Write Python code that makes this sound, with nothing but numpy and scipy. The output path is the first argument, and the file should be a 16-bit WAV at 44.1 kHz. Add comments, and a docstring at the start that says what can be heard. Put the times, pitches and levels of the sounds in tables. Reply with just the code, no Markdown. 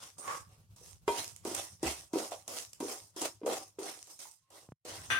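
"""A sizzle comes first, over a burner's low flutter: a wooden spatula stirs flour paste roasting in ghee.
Each stroke drags over the metal pan and bares hot metal, where fat flares into filtered random clicks.
Wood lands in dull knocks: damped sines, with the ring of the pan where the blade reaches metal.
An early rasp excites narrow resonances; steam is a band of noise. Late on come two soft low pops,
a short hush, then a last stroke and a burst of clattering metal modes, close by in a small kitchen."""
import sys
import numpy as np
from scipy import signal
from scipy.fft import rfft, irfft
from scipy.io import wavfile
from scipy.ndimage import uniform_filter1d

SR = 44100
rng = np.random.default_rng(int(sys.argv[2]) if len(sys.argv) > 2 else 0)


def digitize_waveform(pressure):
    """Quantize a signal to 16-bit integers and store it at the path in sys.argv[1].

    Rows of a 2-D input are taken as channels; values are limited to [-1, 1].
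    """
    field = np.atleast_2d(pressure).T
    bounded = np.clip(field, -1, 1)
    quanta = np.round(bounded * 32767).astype(np.int16)
    wavfile.write(sys.argv[1], SR, quanta)


N = 228894
TIME = np.arange(N) / SR
HZ = np.fft.rfftfreq(N, 1 / SR)
RING = TIME[:SR // 2]  # half a second of time, for single blows and reflections


def amp(db):
    """Decibels to gain."""
    return 10 ** (np.asarray(db) / 20)


def unit(x):
    """Scales to rms 1."""
    return x / np.sqrt(np.mean(x ** 2) + 1e-20)


def read(points, hz):
    """Reads a spectrum table on a log-frequency axis."""
    table_hz, value = np.transpose(points)
    return np.interp(np.log(hz + 1), np.log(table_hz), value)


def follow(rows):
    """Draws a curve table out sample by sample."""
    return np.interp(TIME, *np.transpose(rows))


def add(mix, start_s, sound):
    """Mixes a sound in at its start time, cut off at the end of the mix."""
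    part = mix[..., round(start_s * SR):][..., :sound.shape[-1]]
    part += sound[..., :part.shape[-1]]


def noise_burst(db, t60):
    """Two channels of noise that start at level db and fall 60 dB in t60 seconds."""
    return amp(db - 60 * RING / t60) * rng.standard_normal((2, len(RING)))


def colour(x, spectrum):
    """Minimum-phase filter of unit power gain: the colour never sounds before its cause."""
    gain = unit(amp(read(spectrum, HZ)))
    cepstrum = irfft(np.log(gain), N)
    # folding the cepstrum onto positive time makes the filter causal
    cepstrum[1:N // 2] *= 2
    cepstrum[N // 2 + 1:] = 0
    return irfft(rfft(x) * np.exp(rfft(cepstrum)), N)


# Likeness of the two microphones. Each row: frequency in Hz, left-right correlation (held within -1 to 1).
LIKENESS = [(60, 0.82), (300, 0.89), (700, 0.74), (1050, 0.46), (1400, 0.05), (2000, -1.24), (2600, 0.33),
            (15000, -0.5)]


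def spread(x):
    """Two unrelated signals become a microphone pair: alike in the bass, mostly unlike in the treble."""
    a, b = rfft(x, N)
    same = np.clip(read(LIKENESS, HZ), -1, 1)
    mid = a * np.sqrt((1 + same) / 2)
    side = b * np.sqrt((1 - same) / 2)
    return irfft(np.array([mid + side, mid - side]), N)


def panned(x, db):
    """Leans a pair to the left by db, at equal power."""
    gains = amp(np.array([[1], [-1]]) * db / 2)
    return x * gains / np.sqrt(np.mean(gains ** 2, axis=0))


def ring(modes):
    """The answer of a set of decaying modes to one blow."""
    return sum(amp(db - 60 * RING / t60) * np.sin(2 * np.pi * hz * RING) for hz, db, t60 in modes)


def grains(per_s, uneven_db):
    """Two random trains of clicks, many small and a few large."""
    size = amp(uneven_db * np.minimum(rng.exponential(1, (2, N)), 4.5))
    sign = rng.choice([-1, 1], (2, N))
    fires = rng.random((2, N)) < per_s / SR
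    return unit(size * sign * fires)


def kitchen(x, wet_db, low_t60=0.46 / 1.5, half_hz=21000):
    """Direct sound plus dense reflections; air and walls absorb the treble sooner, t60 halving by half_hz."""
    taps = rng.standard_normal((2, len(RING))) * np.clip(RING / 0.006 - 1, 0, 1)  # silent for the first 6 ms
    hz, t, bands = signal.stft(taps, SR, nperseg=256)
    decay = amp(-60 * t / low_t60 * (1 + hz[:, None] / half_hz))
    decay = decay / np.linalg.norm(decay, axis=1, keepdims=True)  # a shorter tail keeps its energy
    tail = signal.istft(bands * decay, SR)[1]
    tail = spread(tail / np.linalg.norm(tail[0]))[:, :len(RING)]
    return x + amp(wet_db) * signal.fftconvolve(np.atleast_2d(x), tail, axes=1)[:, :N]


TOUCH_S, RELEASE_DB_PER_S = 0.0028, 232  # how fast a sound starts, and dies once the blade has lifted
SQUISH_DB, SQUISH_DB_PER_S = -15, 652  # paste squashed before the touch: level below it, and rise


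def envelope(timing, db, shape):
    """A faint lead-in, a quick start, a swell to the level db, a slow fade, then the release."""
    start, peak, length = timing  # start s, time to full push s, length s
    swell_db, fade_db = shape
    t = TIME - start
    squish = amp(SQUISH_DB + SQUISH_DB_PER_S * np.minimum(t, 0))
    onset = np.maximum(np.clip(t / TOUCH_S, 0, 1), squish)
    held_db = np.interp(t, [0, peak, max(length, peak + .01)], [-swell_db, 0, -fade_db])
    return onset * amp(db + held_db - RELEASE_DB_PER_S * np.maximum(t - length, 0))


HUSH_FROM_S, HUSH_TO_S, HUSH_DB = 4.73, 4.847, -26


def hush():
    """Gain that drops briefly before the last stroke, with softened edges."""
    inside = (TIME > HUSH_FROM_S) & (TIME < HUSH_TO_S)
    return amp(HUSH_DB * uniform_filter1d(1. * inside, size=200))


# Tone of the flame. Each row: frequency in Hz, level in dB per Hz.
FLAME_TONE = [(20, -42.5), (42, -19.5), (72, -8.5), (86, -14.5), (101, 2), (118, -13), (170, -13),
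              (260, -30.5), (600, -37.5), (2000, -42)]
# Loudness of the flutter. Each row: time in seconds, level in dB.
FLAME_LEVEL = [(0, -73), (.42, -61), (1.9, -62.5), (2.15, -70.5), (3.6, -70), (4.4, -82.5), (4.88, -65),
               (5.03, -53)]


def burner():
    """The flame flutters low: dark noise swollen and thinned by uneven puffs at 5 to 18 Hz."""
    puffs = unit(irfft(rfft(rng.standard_normal(N)) * ((HZ > 5) & (HZ < 18)), N))
    roar = colour(spread(rng.standard_normal((2, N))), FLAME_TONE)
    flame = unit(roar * amp(6 * np.tanh(puffs)))
    return hush() * amp(follow(FLAME_LEVEL)) * flame


# start s, time to its peak s, length s; level dB; (swell dB, fade dB)
WHISTLE, WHISTLE_DB, WHISTLE_SHAPE = (4.42, 0.027, 0.31), -80, (6, 2.4)


def whistle():
    """A faint sine wavers in pitch around 1066 Hz for a moment above the flame."""
    waver = unit(uniform_filter1d(rng.standard_normal(N), size=900))
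    hz = 1066 * (1 + 0.0075 * waver)
    tone = np.sin(2 * np.pi * np.cumsum(hz) / SR)
    return hush() * envelope(WHISTLE, WHISTLE_DB, WHISTLE_SHAPE) * tone


# Two soft pops. Each row: start in seconds, level in dB, low ring in Hz, low-pass corner in Hz.
SOFT_POPS = [(4.689, -42.5, 115, 890), (4.7209, -39, 128, 1420)]


def pops():
    """A soft step of pressure that swings out low."""
    out = np.zeros(N)
    for s, db, hz, bright_hz in SOFT_POPS:
        swing = np.cos(2 * np.pi * hz * RING + 1.45) * amp(-60 * RING / 0.036)
        step = 1.73 * np.exp(-RING / 0.00049)
        soft = signal.lfilter(*signal.butter(2, bright_hz, fs=SR), swing + step)
        add(out, s, amp(db) * soft)
    return out


# Contacts of the pan with its support. Each row: start in seconds, level in dB.
CONTACTS = [(5.1023, -28), (5.1101, -29), (5.1188, -29.5), (5.1226, -34.5), (5.1317, -43.5), (5.155, -36)]
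# Bright modes of the clattering pan. Each row: frequency in Hz, level in dB, t60 in seconds.
RIM_MODES = [(1220, -11, 0.36), (1330, -27, 0.18), (1570.5, -0.5, 0.46), (1686, -14, 0.23), (1924, -9, .15),
             (1976, -6, .16), (2464, -4, 0.1), (2757, -12, .16), (2890, -15, 0.13), (3488, -2, 0.19),
             (5986, -3, 0.076), (7800, -20, .1), (9080, -15, 0.2)]
# Tone of the clash. Each row: frequency in Hz, level in dB per Hz.
CLASH_TONE = [(200, -17), (900, -11.5), (1250, 2), (2400, 0), (3500, -3.5), (4100, -13.5), (6000, -18.5),
              (9000, -22), (15000, -27)]


def clatter():
    """The pan chatters on its support: each contact is a brief noisy clash and a bright ring."""
    rim, rings, clashes = ring(RIM_MODES), np.zeros(N), np.zeros((2, N))
    for s, db in CONTACTS:
        add(rings, s, amp(db - 7.5) * rim)
        add(clashes, s, noise_burst(db - 1.0, t60=0.12))
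    ringing = kitchen(rings, wet_db=0.0)
    clashing = kitchen(colour(spread(clashes), CLASH_TONE), wet_db=-2.5)
    return panned(ringing + clashing, db=3.0)


# Knocks of the blade. Each row: start in seconds, level in dB, thud pitch in Hz, pan ring in dB against level.
BLADE_KNOCKS = [(.812, -50, 465, -20), (1.0787, -19.5, 400, -2.5), (1.4525, -25.5, 372, -13),
                (1.474, -36.5, 257, -9), (1.513, -32.5, 340, -25), (1.830, -21.5, 346, -19),
                (1.834, -37, 152, -31), (1.845, -42.5, 69.6, -31.5), (2.135, -21.5, 314, -14),
                (2.157, -20.5, 420, -31), (2.174, -32, 392, -37), (2.3195, -26, 700, -16.5),
                (2.479, -51, 623, -3.5), (2.804, -28.5, 298, -10), (2.827, -25, 386, -20),
                (3.163, -36.5, 354, -27), (3.218, -31, 333, -9.5), (3.415, -35, 420, -24),
                (3.433, -31, 300, -15.5), (3.449, -27.5, 430, -42.5), (3.4635, -21.5, 495, -17.5),
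                (3.7862, -29, 411, -14.5), (3.823, -32.5, 398, -16), (4.255, -43, 906, -24),
                (4.8515, -37.5, 477, -29.5)]
# The pan under its load of paste. Each row: frequency in Hz, level in dB, t60 in seconds.
PAN_MODES = [(394, -30.5, 0.12), (600, -14, 0.1), (946.7, -7, 0.34), (1010, -14, 0.09),
             (1527, -18.5, 0.086), (2057, -19, 0.12), (2412, -20, 0.11), (2560, -27.5, .13),
             (3220, -26.5, 0.33), (4940, -26.5, 0.21)]
# wood on metal: level relative to the pan's ring, decay
CLACK_DB, CLACK_T60_S = -5, 0.1


def knocks():
    """Wood lands through paste: a thud of a few cycles, clacking and ringing as far as it reaches metal."""
    pan, blows, clacks = ring(PAN_MODES), np.zeros((3, N)), np.zeros((2, N))
    for k, (s, db, hz, ring_db) in enumerate(BLADE_KNOCKS):
        cycles = hz * RING
        thud = np.sin(2 * np.pi * cycles) * amp(-4.6 * cycles) * (1 - np.exp(-cycles / .5))
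        thud = signal.lfilter(*signal.butter(2, 0.44 * hz, "high", fs=SR), thud)
        smother = amp(ring_db + min(ring_db, 0) * RING / 0.1)  # paste that softens the ring also cuts it short
        add(blows[k % len(blows)], s, amp(db) * (1.296 * thud + smother * pan))
        add(clacks, s, noise_burst(db + ring_db + CLACK_DB, CLACK_T60_S))
    # each spot of the pan has its own reflections
    thuds = sum(kitchen(spot, wet_db=-3.5, low_t60=0.2) for spot in blows)
    clack_tone = [(200, -17), (400, 5.5), (900, 1.5), (1500, -8), (3300, -14.5), (6000, -26.5),
                  (12000, -35.5)]  # Hz, dB per Hz
    return thuds + colour(spread(clacks), clack_tone)


# Resonances of the rasp. Each row: frequency in Hz, width in Hz, level in dB before weighting by width.
RASP_BODY = [(546, 150, -6.5), (910, 74, -4.5), (1120, 68, 5.5), (1184, 31, 0.5), (1410, 260, -17),
             (1580, 59, -10), (2050, 160, -16.5), (5450, 570, -10), (6600, 610, -8.5)]
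# The edge catches during the rasp. Each row: start in seconds, peak level in dB.
EDGE_CATCHES = [(.2795, -26), (.353, -27.5)]
# start s, time to full push s, length s; level dB; (swell dB, fade dB)
RASP, RASP_DB, RASP_SHAPE = (0.17, 0.13, 0.19), -35, (35, 7.8)
STEAM, STEAM_DB, STEAM_SHAPE = (.181, .006, 0.29), -47, (4.6, 32)


def rasp():
    """Quick slips of the blade's edge on dry metal excite narrow, damped resonances."""
    body = np.zeros(len(RING))
    for hz, width, db in RASP_BODY:
        decay = np.exp(-np.pi * width * RING)
        body += amp(db) * np.sqrt(width) * decay * np.cos(2 * np.pi * hz * RING)
    body = signal.lfilter(*signal.butter(2, 8000, fs=SR), body)
    slips = grains(per_s=1200, uneven_db=1.5)
    ringing = unit(signal.fftconvolve(slips, body[None], axes=1)[:, :N])
    scrape = envelope(RASP, RASP_DB, RASP_SHAPE) * ringing
    for s, db in EDGE_CATCHES:
        add(scrape, s, amp(db) * body / abs(body).max())
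    return panned(scrape, db=-2)


def steam():
    """Steam hisses from under the blade: a high band of noise, well to the right."""
    hiss = colour(rng.standard_normal((2, N)),
                  [(5000, -40.0), (7600, -30), (8200, -2), (9300, 0.0), (9900, -32), (14000, -30)])
    return panned(envelope(STEAM, STEAM_DB, STEAM_SHAPE) * hiss, db=-14)


# Strokes of the spatula. Each row: start, time to full push and length in seconds,
# then the full-push levels of fine sizzle, coarse sputter and blade drag in dB.
SPATULA_STROKES = [(0.0, 0.037, 0.15, -49, -49.5, -56.5), (0.182, 0.19, 0.27, -48, -62, -54.5),
                   (0.492, 0.035, 0.22, -69, -69.5, -67.5), (0.762, 0.14, 0.23, -54, -65.5, -65.5),
                   (1.078, 0.12, 0.26, -40, -41.5, -45.5), (1.45, 0.14, 0.29, -40, -43.5, -46),
                   (1.829, 0.042, 0.21, -37, -37.5, -39.5), (2.132, 0.062, 0.27, -42, -45.5, -40),
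                   (2.311, 0.0045, .13, -48, -49, -49), (2.478, 0.099, 0.22, -40.5, -47, -47),
                   (2.802, 0.12, 0.28, -42.5, -50, -47), (3.163, 0.054, 0.15, -43, -47, -48.5),
                   (3.211, 0.046, .11, -39.5, -38.5, -39.5), (3.461, 0.077, 0.21, -39.5, -42, -37.5),
                   (3.79, 0.094, 0.27, -45, -48.5, -47.5), (4.071, 0.04, 0.17, -51.5, -62.5, -60.5),
                   (4.191, 0.028, .17, -46.5, -55, -60.5), (4.503, 0.075, 0.21, -56.5, -59, -57),
                   (4.85, 0.059, 0.43, -47.5, -48, -49.5)]
# (dB gained from touching down to full push, dB lost from there until the blade lifts)
SIZZLE_SHAPE, SPUTTER_SHAPE, DRAG_SHAPE = (8.45, 19.24), (10.1, 30), (2.15, 28.1)
IDLE_SIZZLE_DB, IDLE_SPUTTER_DB = -87, -86.5  # the paste left to itself
UNSTEADY_DB = 1.2  # the hand pushes unevenly, rms


def stirring():
    """Gains of sizzle, sputter and drag: one uneven push drives all three; overlaps add in power."""
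    fine, coarse, rub = amp(IDLE_SIZZLE_DB) ** 2, amp(IDLE_SPUTTER_DB) ** 2, 0
    for *timing, sizzle_db, sputter_db, drag_db in SPATULA_STROKES:
        fine = fine + envelope(timing, sizzle_db, SIZZLE_SHAPE) ** 2
        coarse = coarse + envelope(timing, sputter_db, SPUTTER_SHAPE) ** 2
        rub = rub + envelope(timing, drag_db, DRAG_SHAPE) ** 2
    wobble = unit(uniform_filter1d(rng.standard_normal(N), size=700))
    return np.sqrt([fine, coarse, rub]) * amp(UNSTEADY_DB * wobble) * hush()


# Tone of a hard drag. Each row: frequency in Hz, level in dB per Hz.
DRAG_TONE = [(100, -29), (200, -18), (290, -6), (390, -3.5), (520, -5), (700, -2.5), (1000, -13),
             (1200, -11.5), (1500, -23.5), (3000, -43.5)]


def drag(gain):
    """The blade sticks and slips over the pan, whose ring the paste smothers."""
    slips = kitchen(spread(grains(per_s=450, uneven_db=3.5)), wet_db=2)
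    # a hard push moves the whole pan, a light one only rubs
    press = np.clip((20 * np.log10(gain + 1e-9) + 65.0) / 24, 0, 1)
    hard = unit(colour(slips, DRAG_TONE))
    light = unit(colour(slips, [(150, -36.5), (290, 0), (390, 0), (680, 0.5), (950, -2.0), (1200, -1.5),
                                (1600, -22.5), (3000, -38.5)]))
    return gain * (press * hard + (1 - press) * amp(-1.5) * light)


def patchy(x, depth_db):
    """Random smooth gains over time and frequency make the colour of the frying uneven."""
    bands = signal.stft(x, SR, nperseg=512)[2]
    field = rng.standard_normal(bands.shape[1:])
    field = uniform_filter1d(field, size=6, axis=0)  # smooth over frequency
    field = uniform_filter1d(field, size=7, axis=1)  # smooth over time
    return unit(signal.istft(bands * amp(depth_db * unit(field)), SR)[1][:, :N])


# Tone of the fine sizzle. Each row: frequency in Hz, level in dB per Hz.
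FIZZ_TONE = [(2000, -30), (3400, -9), (4400, -10), (5200, 3), (6500, 2), (7400, -1), (9000, 2.5),
             (10500, -4.5), (12500, -8), (15700, -14.5)]
# Tone of the coarse sputter. Each row: frequency in Hz, level in dB per Hz.
SPUTTER_TONE = [(500, -12), (1000, -1), (1450, -1), (2100, -1), (2800, -0.5), (3700, -2), (4600, -0.5),
                (7000, -34)]
# Single drops of fat spit on bare metal. Each row: start in seconds, level in dB, t60 in seconds.
FAT_SPITS = [(1.245, -25.5, 0.0034), (1.279, -31, 0.004), (1.363, -39, 0.01), (1.371, -43.5, 0.0042),
             (1.548, -26, 0.033), (2.479, -35, .022), (2.732, -39.5, 0.019), (3.216, -31, 0.056),
             (3.513, -36, 0.0071), (4.028, -37, 0.0046)]
# Lean of the sizzle across the spectrum. Each row: frequency in Hz, left minus right in dB.
SIDE_TONE = [(400, -2), (1400, 1.5), (4000, 0), (5100, 2), (6200, 2), (7300, -0.5), (9000, -10),
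             (11000, -2), (13000, -5), (15000, 2.5)]
# Place of the sizzle. Each row: time in seconds, left minus right in dB.
SIZZLE_PLACE = [(.3, 0), (.9, -4), (3.6, 0), (4.3, -4), (4.9, -1)]
CRACKLE_DB, CRACKLE_PER_S = -11.5, 110  # larger bubbles among the fine ones, relative to the fine sizzle
TOUCH_SPIT_DB, TOUCH_SPIT_T60_S = 0.5, 0.032  # spit at each touchdown, relative to the stroke's sizzle


def sizzle(fine_gain, coarse_gain):
    """Tiny steam bubbles burst in the fat; wetter paste adds coarser ones, and single drops spit."""
    fine = kitchen(grains(per_s=3500, uneven_db=3.0), wet_db=-3.5)
    fine = patchy(colour(fine, FIZZ_TONE), depth_db=2.5)
    coarse = kitchen(spread(grains(per_s=2000, uneven_db=3.0)), wet_db=2)
    coarse = patchy(colour(coarse, SPUTTER_TONE), depth_db=3.0)
    crackle = kitchen(grains(per_s=CRACKLE_PER_S, uneven_db=5.5), wet_db=-3)
    crackle = colour(crackle, [(700, -15.5), (2000, -4), (7000, 1), (10000, -6.5), (16000, -21.5)])
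    frying = fine_gain * (fine + amp(CRACKLE_DB) * crackle) + coarse_gain * coarse
    # the first stroke is already under way, so it has no touchdown
    touches = [(row[0], row[3] + TOUCH_SPIT_DB, TOUCH_SPIT_T60_S) for row in SPATULA_STROKES[1:]]
    spits = np.zeros((2, N))
    for s, db, t60 in touches + FAT_SPITS:
        add(spits, s, noise_burst(db, t60))
    spits = colour(spits, [(400, -5.5), (1500, -9.0), (4000, -4.0), (7500, 6.0), (11000, -3), (16000, -15.0)])
    both = frying + kitchen(spits, wet_db=-6.0)
    shaded = irfft(panned(rfft(both), read(SIDE_TONE, HZ)), N)
    return panned(shaded, follow(SIZZLE_PLACE))


def scene():
    """All sources at the two microphones."""
    fine_gain, coarse_gain, drag_gain = stirring()
    background = burner() + whistle() + pops()
    metal = clatter() + knocks() + rasp() + steam()
    return background + metal + drag(drag_gain) + sizzle(fine_gain, coarse_gain)


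def record(dry):
    """The microphones' low cut at 48 Hz and a steep upper band limit at 16050 Hz."""
    thin = signal.lfilter(*signal.butter(2, 48, "high", fs=SR), dry)
    lowpass = signal.firwin(511, 16050, window=("kaiser", 9), fs=SR)
    return signal.oaconvolve(thin, lowpass[None], "same", axes=1)


dry = scene()
out = record(dry)
digitize_waveform(out)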